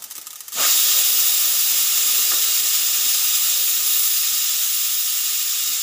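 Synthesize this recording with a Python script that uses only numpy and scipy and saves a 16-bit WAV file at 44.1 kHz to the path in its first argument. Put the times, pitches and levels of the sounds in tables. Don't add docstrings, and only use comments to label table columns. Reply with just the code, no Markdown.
import sys
import numpy as np
from scipy import signal
from scipy.fft import rfft, irfft, next_fast_len
from scipy.io import wavfile
from scipy.ndimage import uniform_filter1d, map_coordinates

SR = 44100
rng = np.random.default_rng(int(sys.argv[2]) if len(sys.argv) > 2 else 0)


def inscribe(sig):
    pcm = np.round(np.clip(np.atleast_2d(sig).T, -1, 1) * 32767)
    wavfile.write(sys.argv[1], SR, pcm.astype(np.int16))


N = 256662
TIME = np.arange(N) / SR


# (time [s], hiss [dB], fizz [dB])
JET_LEVELS = [(0.52, -44, -47), (0.54, -33.5, -31), (0.565, -27, -24), (0.61, -21, -17),
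              (0.63, -19.5, -15.5), (0.72, -18.5, -13.5), (0.77, -20.5, -13.5), (0.9, -19, -14),
              (1.1, -21, -12.5), (1.35, -22.5, -14.5), (2.0, -21.5, -14.5), (2.7, -21.8, -16),
              (2.9, -22.5, -16.5), (3.2, -22, -16), (4.0, -23.5, -14.5), (4.35, -23, -17),
              (5.0, -25, -17.5), (5.82, -24.5, -20)]
# (frequency [Hz], relative level [dB])
HISS_SPECTRUM = [(590, -23.5), (1000, -23), (1250, -14), (1660, -14), (3670, -1.5), (4430, -5),
                 (4820, -1.5), (6220, -2), (7370, 1.5), (9500, -9), (12400, -77), (20900, -120)]
FIZZ_SPECTRUM = [(5000, -45), (8500, -20), (9300, -13), (11000, -11), (13000, -12), (13600, -13),
                 (14000, -12), (14300, -7), (14600, -2), (15000, -1.5), (15500, -2)]
def steam_jet():
    hiss_db, fizz_db = level_curves(JET_LEVELS)
    flow_db = 0.17 * wobble(14) + 0.42 * wobble(40)
    drops = spatter(share=0.003, spread_db=0.62, t60=0.011)
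    hiss = amp(hiss_db + flow_db) * flow_noise(HISS_SPECTRUM, patch_db=0.86, grain=drops ** 0.13)
    fizz_gain = amp(fizz_db + flow_db + 0.36 * wobble(16))
    fizz = fizz_gain * flow_noise(FIZZ_SPECTRUM, patch_db=0.63, grain=drops ** 0.11)
    return hiss + fizz + puff_and_knob(grain=drops ** 0.13)


# (time [s], level [dB], rise [s], hold [s], T60 [s])
PUFF_AND_KNOCKS = [(0.551, -30, 0.038, 0.067, 0.42), (2.304, -28.5, 0.013, 0.007, .04),
                   (2.328, -34, 0.0078, .01, 0.064)]
# (frequency [Hz], relative level [dB])
PUFF_KNOCK_SPECTRUM = [(120, -54), (200, -27), (635, -7), (1090, -10.5), (1210, -4), (2140, -7.5),
                       (2360, -9), (3000, -14.5), (3900, -31), (6600, -120)]
def puff_and_knob(grain):
    envelope = sum(amp(db) * swell(TIME - onset, *shape) for onset, db, *shape in PUFF_AND_KNOCKS)
    return envelope * flow_noise(PUFF_KNOCK_SPECTRUM, patch_db=2.7, grain=grain)


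# (time [s], relative level [dB], knock offset [dB])
SEED_BURSTS = [(0.0224, -12, -33), (0.0405, -10, -35), (0.0574, -22, -29), (0.102, -18, -32),
               (0.1102, -9.5, -24), (0.12, -13.5, -19), (0.1534, -12, -33), (0.165, -13, -39),
               (0.18, -9.5, -14.5), (0.214, -14.5, -21), (0.262, -20, -27), (0.269, -9, -17),
               (0.3057, -13, -37), (0.3301, -14, -14), (0.3568, -13, -19), (0.4056, -10.5, -38),
               (0.4764, -28, -24), (0.4814, -9.5, -32), (0.5214, -12, -10), (0.528, -10, -31),
               (0.541, -11, -24), (0.989, -1, -24), (1.0982, -6, -26), (4.07, -9, -26), (4.83, -19, -31),
               (4.8994, -16, -26), (5.0508, -11, -24), (5.1786, -19, -26)]
# (frequency [Hz], bandwidth [Hz], gain [dB])
PORT_MODES = [(3450, 1500, -16), (7240, 12000, -7.5), (15000, 3300, 5)]
def seed_pops():
    pops, t = np.zeros(N + SR), np.arange(SR // 5) / SR
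    for onset, db, knock_db in SEED_BURSTS:
        noise = rng.standard_normal(len(t))
        snap = -decay(t, t60=0.0005) * (1.5 + 0.2 * noise) * np.cos(2 * np.pi * 7000 * t)
        sputter = amp(-15) * decay(t, t60=0.041) * noise
        knock = amp(knock_db - 3) * decay(t, t60=0.018) * np.sin(2 * np.pi * 1250 * t)
        start = round((onset + 0.0004) * SR)
        pops[start:][:len(t)] += amp(db - 10.5) * (snap + sputter + knock)
    colour = lambda hz: highpass(hz, corner_hz=2500) * pan_cavity(hz) * resonances(hz, PORT_MODES)
    return filtered(pops[:N], colour)


# (time [s], level [dB], frequency [Hz])
SOFT_THUDS = [(0.18, -44, 304), (0.984, -41, 356), (1.16, -50, 406), (2.179, -41.5, 408), (2.306, -43, 360),
              (2.329, -36, 340), (3.061, -46, 302), (3.499, -49, 99.6), (3.849, -44.5, 330),
              (4.315, -47, 86.1), (5.32, -50, 325), (5.564, -51, 323), (5.695, -44.5, 272)]
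def thuds():
    track, t = np.zeros(N + SR), np.arange(SR // 4) / SR
    for onset, db, pitch_hz in SOFT_THUDS:
        puff = 3.5 * uniform_filter1d(rng.standard_normal(len(t)), size=24)
        envelope = amp(db) * (1 - np.exp(-t / 0.0019)) * decay(t, t60=0.1)
        track[round(onset * SR):][:len(t)] += envelope * (np.sin(2 * np.pi * pitch_hz * t) + puff)
    return filtered(track[:N], lambda hz: highpass(hz, corner_hz=30) ** 2)


# (frequency [Hz], relative level [dB])
OIL_SPECTRUM = [(470, -45), (800, -9), (988, -26), (1230, -10), (1680, -7.5), (3090, -4.5), (4370, -2.5),
                (6910, 2.5), (8010, -0.5), (12500, -3.5), (15400, 1.5)]
def simmering_oil():
    bubbles = spatter(share=0.002, spread_db=1.5, t60=0.013)
    return amp(-40 + 0.44 * wobble(18)) * flow_noise(OIL_SPECTRUM, patch_db=0.8, grain=bubbles ** 0.38)


# (time [s], level [dB])
ROAR_LEVELS = [(0.0, -55), (0.5, -61.5), (0.6, -31), (0.72, -44), (2.55, -45.5), (2.8, -48), (3.6, -49.5),
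               (4.2, -53.5), (5.0, -60.5), (5.82, -59)]
# (frequency [Hz], relative level [dB])
ROAR_SPECTRUM = [(120, -52), (200, -8.5), (605, -2.5), (651, -2.5), (1080, -5.5), (1250, -6), (1400, -6.5),
                 (1820, -7), (3080, -120)]
RUMBLE_SPECTRUM = [(18, -47), (30, -23), (123, -0.5), (250, -9), (320, 1), (550, -120)]
def flame():
    roar_db, = level_curves(ROAR_LEVELS)
    roar = amp(roar_db) * flow_noise(ROAR_SPECTRUM, patch_db=3.2, grain=amp(1.2 * wobble(10)))
    lumps = amp(2.3 * wobble(12) + 2.0 * wobble(3.63))
    rumble_db = -62 + 0.8 * (roar_db + 45)
    return roar + amp(rumble_db) * flow_noise(RUMBLE_SPECTRUM, patch_db=4.2, grain=lumps)


# (frequency [Hz], rms level [dB])
ROOM_TONE = [(861.3, -69.5)]
# (frequency [Hz], relative level [dB])
FLOOR_SPECTRUM = [(18, -6), (40, 2), (120, 4), (300, -12), (600, -33)]
def background():
    tone = sum(amp(db + 1.3 * wobble(9)) * np.sqrt(2) * np.sin(2 * np.pi * hz * TIME)
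               for hz, db in ROOM_TONE)
    return tone + amp(-76.5) * flow_noise(FLOOR_SPECTRUM, patch_db=1.5, grain=1)


# (frequency [Hz], bandwidth [Hz], gain [dB])
AIR_MODES = [(1215, 40, -1), (1250, 35, 3), (1345, 30, 1), (1776, 35, -4), (1884, 45, -2), (2164, 50, -5),
             (2497, 35, 0), (2723, 60, 0), (2853, 35, 0), (3064, 30, 0), (3242, 20, 1), (3465, 40, 1),
             (3700, 60, -2), (3742, 30, 2), (3991, 25, 0), (4466, 30, -3), (4661, 55, -1), (4980, 60, -2),
             (5415, 50, -5), (5570, 50, -5), (6000, 50, -2), (6240, 55, -4), (6505, 40, -3),
             (6900, 500, -9), (7353, 160, -6), (7782, 40, -3), (8828, 90, -4), (10142, 120, -7),
             (11003, 110, -5), (14690, 130, -5), (15440, 90, -4)]
def pan_cavity(hz):
    return resonances(hz, AIR_MODES)


# (delay [s], gain [ratio, negative inverts the pulse])
ECHOES = [(.00045, -.75), (.001, .4), (.0014, -.3), (.0036, -.5), (.0042, .3), (.0055, -.4), (.0068, .25),
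          (.0085, .2), (.0118, -.2)]
def early_reflections(x):
    comb = lambda hz: 1 + sum(gain * np.exp(-2j * np.pi * hz * delay) for delay, gain in ECHOES)
    return filtered(x, comb)


# (frequency [Hz], T60 [s])
KITCHEN_T60 = [(300, 0.2), (3000, 0.083), (14000, 0.085)]
def reverberation(x):
    hz, t, bands = signal.stft(rng.standard_normal(SR // 2), SR, nperseg=256)
    response = signal.istft(bands * decay(t, log_interp(KITCHEN_T60, hz)[:, None]), SR, nperseg=256)[1]
    return signal.fftconvolve(x, response / np.linalg.norm(response))[:N]


def flow_noise(spectrum, patch_db, grain):
    bands = signal.stft(rng.standard_normal(N + 512), nperseg=512)[2]
    patches = uniform_filter1d(rng.standard_normal(bands.shape), size=4, axis=0)
    patches = uniform_filter1d(patches, size=6, axis=1)
    noise = signal.istft(bands * amp(patch_db * unit_rms(patches)), nperseg=512)[1][:N]
    colour = lambda hz: amp(log_interp(spectrum, hz)) * (hz > spectrum[0][0]) * pan_cavity(hz)
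    return unit_rms(filtered(noise * grain, colour))


def spatter(share, spread_db, t60):
    chance, size = rng.random(N), rng.exponential(size=N)
    bursts = (chance < share) * amp(spread_db * size)
    return 1 + signal.lfilter([1], [1, -decay(1 / SR, t60)], bursts)


def resonances(hz, modes):
    return 1 + sum(amp(db) * 1j * hz * width / (centre ** 2 - hz ** 2 + 1j * hz * width)
                   for centre, width, db in modes)


def highpass(hz, corner_hz):
    return 1j * hz / (corner_hz + 1j * hz)


def filtered(x, response):
    size = next_fast_len(N + SR // 2)
    return irfft(rfft(x, size) * response(np.fft.rfftfreq(size, 1 / SR)), size)[..., :N]


def swell(t, rise, hold, t60):
    return np.clip(t / rise, 0, 1) ** 2 * decay(np.maximum(t - rise - hold, 0), t60)


def decay(t, t60):
    return amp(-60 * t / t60)


def wobble(rate_hz):
    return map_coordinates(rng.standard_normal(int(N * rate_hz / SR) + 4), [TIME * rate_hz])


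def level_curves(rows):
    times, *columns = np.transpose(rows)
    return [np.interp(TIME, times, levels, left=-120) for levels in columns]


def log_interp(points, hz):
    frequencies, values = np.transpose(points)
    return np.interp(np.log(hz + 1), np.log(frequencies + 1), values)


def unit_rms(x):
    return x / np.sqrt(np.mean(x ** 2) + 1e-20)


def amp(db):
    return 10 ** (np.asarray(db) / 20)


def scene():
    jet, pops = steam_jet(), seed_pops()
    mono = jet + amp(-11) * reverberation(jet)
    mono += early_reflections(pops) + amp(-6) * reverberation(pops)
    mono += thuds() + simmering_oil() + flame() + background()
    return np.array([mono, mono])


def record(dry):
    cutoff_hz = 15500
    return filtered(dry, lambda hz: 1 / (1 + (hz / cutoff_hz) ** 900))


dry = scene()
out = record(dry)
inscribe(out)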